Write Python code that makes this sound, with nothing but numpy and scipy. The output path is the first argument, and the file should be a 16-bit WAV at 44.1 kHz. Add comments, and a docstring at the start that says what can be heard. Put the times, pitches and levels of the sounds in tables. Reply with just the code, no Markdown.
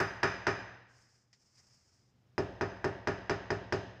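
"""A wooden handle taps a freshly laid ceramic floor tile into its mortar in a bare, echoing room.
Each blow clicks, sets the tile ringing and fills the room with sound. Three bright taps come first,
then a pause in which a hand wipes over the glaze and clicks a bit of grit, then seven duller taps.
The close microphone's limiter holds every blow to the same peak; a faint low drone lies underneath."""
import sys
import numpy as np
from scipy import signal
from scipy.fft import rfft, irfft, next_fast_len
from scipy.io import wavfile
from scipy.ndimage import uniform_filter1d, minimum_filter1d, map_coordinates

SR = 44100
rng = np.random.default_rng(int(sys.argv[2]) if len(sys.argv) > 2 else 0)


def int16_out(signal):
    """Quantize to a 16-bit WAV file."""
    q = np.round(np.clip(np.atleast_2d(signal).T, -1, 1) * 32767)
    wavfile.write(sys.argv[1], SR, q.astype(np.int16))


N = 176400  # 4 seconds


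def taps():
    """Each blow clicks, rings the tile and fills the room; the paths to the microphone stay the same."""
    # the blows and the boost each gives to parts of the sound:
    # t/s, thud/dB, clack/dB, treble/dB, grit/dB, ping/dB
    blows = [(-0.0015, 0.5, 7.5, 3.5, 15, -2.5), (0.2307, 2, 8.5, 5.5, 9, 2), (0.4679, 1.5, 7, 4, 4, -1),
             (2.38, 2.5, -4, -1.5, 0, -21), (2.6104, 1, 0, -2.5, -4.5, -10.5),
             (2.8431, 1.5, -1, -2.5, 1, -23), (3.0724, 1, 1.3, .5, -2, -10.5),
             (3.2956, 1, 1.5, 2.5, -4.5, -14), (3.5041, 0.75, -1.5, -0.5, -4, -23),
             (3.7237, 1.7, -2, 2.5, 0, -19)]
    out = np.zeros(N)
    t = np.arange(next_fast_len(int(1.3 * SR))) / SR  # seconds since the blow
    near_paths, far_paths = rng.standard_normal((2, len(t)))
    tile_phases = rng.uniform(0, 2 * np.pi, 15)  # where in its swing each tone starts
    room_phases = rng.uniform(0, 2 * np.pi, 8)
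    for start, thud_db, clack_db, treble_db, grit_db, ping_db in blows:
        # how bright or dull this blow is: f/Hz, boost/dB
        colour = [(600, thud_db), (1250, clack_db), (2200, clack_db),
                  (3100, treble_db), (7000, treble_db), (9900, grit_db)]
        click = handle_click(colour, t)
        tile = tile_tones(tile_phases, colour, t)
        boom = room_boom(room_phases, colour, t)
        ring = dense_ring(near_paths, colour, t)
        crack = glaze_crack(colour, t)
        echo = room_echo(far_paths, colour, t)
        ping = ceramic_ping(ping_db, t)
        add(out, start, click + tile + boom + ring + crack + echo + ping)
        add(out, start + 0.0033, amp(-21) * click)  # the click's first bounce off a wall
        add(out, start + 0.085, amp(-17) * boom)  # the low boom swells again a moment later
    return out


def handle_click(colour, t):
    """The handle lands: one push of pressure between two dips, then the wood rings briefly."""
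    # the handle's own tones: f/Hz, level/dB, t60/s (the time to die away by 60 dB)
    tones = [(1290, -25, .01), (1751, -26, .016), (1873, -33.5, .04)]
    push_hz, peak_s, width_s = 1146, 0.0006, 0.0003
    from_peak = t - peak_s
    pulse = np.cos(2 * np.pi * push_hz * from_peak) * np.exp(-(from_peak / width_s) ** 2 / 2)
    push = amp(-12 + along(colour, push_hz)) * pulse
    wood = ringing(tones, np.zeros(len(tones)), colour, t)
    return (push + wood) * rise(t, 0.0003)


def tile_tones(phases, colour, t):
    """The struck tile shakes on its bed of mortar at its own natural pitches."""
    # the tile's tones: f/Hz, level/dB, t60/s
    tones = [(249.5, -35, .16), (292.5, -38.5, .28), (334, -43, 0.27), (378.5, -28.5, 0.19),
             (413.3, -29.5, .21), (607, -36, .22), (677, -43.5, 0.39), (714, -44.5, .42),
             (811, -40.5, 0.22), (915, -54, 0.71), (1123, -46, 0.22), (1251, -42.5, 0.22),
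             (1483, -47.5, 0.3), (1672, -48, .27), (1924, -48.5, 0.24)]
    return ringing(tones, phases, colour, t) * rise(t, 0.003)


def glaze_crack(colour, t):
    """The hard glaze gives a short, sharp burst of noise as the handle meets it."""
    # the burst's strength from low to high pitch: f/Hz, level/dB
    spectrum = [(200, -30), (1700, 4.5), (2400, -8.5), (3500, -13), (5100, 4.5), (6500, -13.5),
                (8000, -23.5), (11000, -37), (14500, -39)]
    burst = coloured(noise(spectrum, len(t)), colour)
    return amp(-37.5) * burst * rise(t, 0.00051) * fade(t, t60=0.053)


def ceramic_ping(boost_db, t):
    """Tight clusters of high ceramic tones, struck anew by each blow and kept alive by the room."""
    # the clusters: f/Hz, width/Hz, level/dB
    clusters = [(1560, 310, 6.5), (2420, 220, 3), (3050, 110, -7), (3650, 200, -9.5), (4900, 130, 0.5),
                (5150, 75, 0), (5926, 100, -6), (6150, 130, -6), (7100, 110, -17)]
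    hz = np.fft.rfftfreq(len(t), 1 / SR)
    peaks = sum(amp(db) / (1 + ((hz - centre) / (width / 2)) ** 2) for centre, width, db in clusters)
    ping = unit(irfft(rfft(rng.standard_normal(len(t))) * peaks, len(t)))
    return amp(-41.5 + boost_db) * ping * rise(t, 0.002) * fade(t, t60=0.7)


def dense_ring(paths, colour, t):
    """The tile and the near walls ring with so many tones that they blur into noise."""
    # the ring's strength from low to high pitch: f/Hz, level/dB
    spectrum = [(30, -53.5), (70, -31), (250, -10.5), (520, -4), (950, -3.5), (1250, -3.5), (1500, -1),
                (1850, 1), (2100, -10.5), (2450, -10.5), (3200, -20), (4500, -24.5), (5150, -12),
                (5700, -28.5), (6150, -20.5), (7200, -32.5), (10000, -57.5), (15000, -55)]
    ring = coloured(reflections(paths, spectrum), colour)
    return amp(-32) * ring * rise(t, 0.00051) * fade(t, t60=0.18)


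def room_boom(phases, colour, t):
    """Low notes that fit between the walls (standing waves) hum on and beat against each other."""
    # the room's notes: f/Hz, level/dB, t60/s
    tones = [(57.2, -53.5, 0.9), (77.9, -53, 1.1), (100.2, -41, .68), (109.3, -48.5, .8),
             (119.3, -55.5, 1.9), (131, -38, 0.2), (161.1, -37.5, .26), (187.7, -47.5, 0.69)]
    return ringing(tones, phases, colour, t) * rise(t, 0.005)


def room_echo(paths, colour, t):
    """Sound keeps bouncing around the bare room, each pitch dying at its own speed."""
    # the echo's strength from low to high pitch: f/Hz, level/dB
    spectrum = [(25, -36), (55, -12), (230, -0.5), (350, 6), (700, 3.5), (1000, -1), (1350, -4),
                (1650, 0.5), (1880, -1), (2120, -9.5), (2900, -11), (3400, -17.5), (4000, -17.5),
                (4550, -23.5), (5100, -16), (5700, -26), (6200, -20), (7200, -34), (10000, -50),
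                (15000, -54)]
    # how long the room holds each pitch: f/Hz, t60/s
    decay_times = [(80, 1.0), (350, 0.77), (800, 0.85), (1900, 0.97), (5000, 0.92), (8000, .6), (14000, .5)]
    wash = coloured(reflections(paths, spectrum), colour)
    hz, times, bands = signal.stft(wash, SR, nperseg=256)  # split into pitch bands
    dying_bands = bands * fade(times, along(decay_times, hz)[:, None])
    echo = signal.istft(dying_bands, SR, nperseg=256)[1][:len(t)]
    return amp(-40.5) * echo * rise(t, 0.023)


def reflections(paths, spectrum):
    """The room's pattern of bounces; its treble changes as the handle lands a little elsewhere."""
    # how much of the pattern repeats from tap to tap: f/Hz, share (0 to 1)
    repeating = [(400, 0.96), (1500, .8), (5000, 0.37)]
    share = along(repeating, np.fft.rfftfreq(len(paths), 1 / SR))
    same = np.sqrt(share) * rfft(paths)
    fresh = np.sqrt(1 - share) * rfft(rng.standard_normal(len(paths)))
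    return unit(coloured(irfft(same + fresh, len(paths)), spectrum))


def wiping_hand():
    """Skin hisses over the glaze, out and back, catching on grit."""
    # how loud the wipe is as it goes: t/s, level/dB
    wipe = [(.87, -94.5), (.9, -75.5), (1.02, -70), (1.17, -73), (1.3, -87), (1.42, -72.5), (1.52, -74.5),
            (1.585, -65), (1.63, -69), (1.72, -69.5), (1.8, -73.5), (1.9, -72), (2.02, -76.5),
            (2.06, -80.5), (2.2, -89), (2.4, -90)]
    # the hiss of skin on glaze: f/Hz, level/dB
    hiss_spectrum = [(700, -7), (2200, -8.5), (3800, -19), (4500, -5), (5100, 4.5), (5700, -0.5),
                     (7000, -4), (8300, -12), (10000, -26), (13000, -31.5), (15000, -26)]
    # clicks of grit under the hand: t/s, level/dB, rise/s, t60/s
    grit_clicks = [(1.329, -58, 0.00088, 0.1), (1.56, -65.5, 0.011, .25), (1.699, -69.5, 0.0087, .25)]
    # the sound of the grit: f/Hz, level/dB
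    grit_spectrum = [(300, -12.5), (1300, -4), (2000, 6), (3000, -5), (4200, -1.5), (5200, 13), (6000, 1),
                     (7300, -1), (9500, -26), (15000, -34.5)]
    level_db = np.interp(np.arange(N) / SR, *np.transpose(wipe))
    roughness_db = 1.5 * wobble(70)
    out = amp(level_db + roughness_db) * noise(hiss_spectrum, N)
    t = np.arange(SR // 2) / SR
    for start, db, rise_s, t60 in grit_clicks:
        add(out, start, amp(db) * noise(grit_spectrum, len(t)) * rise(t, rise_s) * fade(t, t60))
    return out


def background():
    """A faint, wavering low drone and hiss."""
    # the drone and hiss from low to high pitch: f/Hz, level/dB
    spectrum = [(25, -29), (55, -15.5), (90, -3), (108, -7.5), (123, 4.5), (145, -10.5), (190, -9),
                (300, -16.5), (600, -23.5), (2000, -31.5), (4000, -35), (9000, -52), (15000, -49)]
    return amp(-72 - 2.5 * wobble(1.1)) * noise(spectrum, N)


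def ringing(tones, phases, colour, t):
    """Fading pure tones, each as loud as the blow's colour makes it, give or take a little."""
    out = np.zeros(len(t))
    for (hz, db, t60), phase in zip(tones, phases):
        level_db = db + along(colour, hz) + 1.07 * rng.standard_normal()
        out += amp(level_db) * fade(t, t60) * np.sin(2 * np.pi * hz * t + phase)
    return out


def amp(db):
    """Turn decibels into a number to multiply by."""
    return 10 ** (np.asarray(db) / 20)


def unit(x):
    """Scale a sound to an average strength (rms) of 1."""
    return x / np.sqrt(np.mean(x ** 2) + 1e-20)


def along(points, hz):
    """Read between (f/Hz, value) points on a logarithmic frequency scale."""
    freqs, values = np.transpose(points)
    return np.interp(np.log(hz + 1), np.log(freqs + 1), values)


def coloured(x, points):
    """Turn each pitch in x up or down along a curve of (f/Hz, level/dB) points."""
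    hz = np.fft.rfftfreq(len(x), 1 / SR)
    return irfft(rfft(x) * amp(along(points, hz)), len(x))


def noise(points, size):
    """Noise of strength 1, shaped by (f/Hz, level/dB) points."""
    return unit(coloured(rng.standard_normal(size), points))


def wobble(rate):
    """A smooth curve through `rate` random values a second."""
    values = rng.standard_normal(int(N * rate / SR) + 4)
    return map_coordinates(values, [np.arange(N) * rate / SR])


def fade(t, t60):
    """Die away by 60 dB every t60 seconds."""
    return np.exp(-np.log(1000) * t / t60)


def rise(t, seconds):
    """Swell smoothly from 0 to 1."""
    return 1 - np.exp(-(t / seconds) ** 2)


def add(track, start_s, sound):
    """Mix a sound into the track, dropping what falls outside it."""
    start = round(start_s * SR)
    part = sound[max(-start, 0):N - start]
    track[max(start, 0):][:len(part)] += part


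def scene():
    """Taps, hand and background at one microphone."""
    return (taps() + wiping_hand() + background())[None]


def record(dry):
    """A fast limiter turns the peaks down; the sound starts softly and loses its highest treble."""
    ceiling, window_s, top_hz = 0.132, 0.0004, 15500
    width = 2 * int(window_s * SR / 2) + 1
    needed_gain = np.minimum(1, ceiling / (np.abs(dry) + 1e-9))
    smooth_gain = uniform_filter1d(minimum_filter1d(needed_gain, width), width)
    limited = dry * smooth_gain * rise(np.arange(N) / SR, 0.002)
    size = next_fast_len(N + SR // 2)
    below_top = np.fft.rfftfreq(size, 1 / SR) < top_hz
    return irfft(rfft(limited, size) * below_top, size)[:, :N]


dry = scene()
out = record(dry)
int16_out(out)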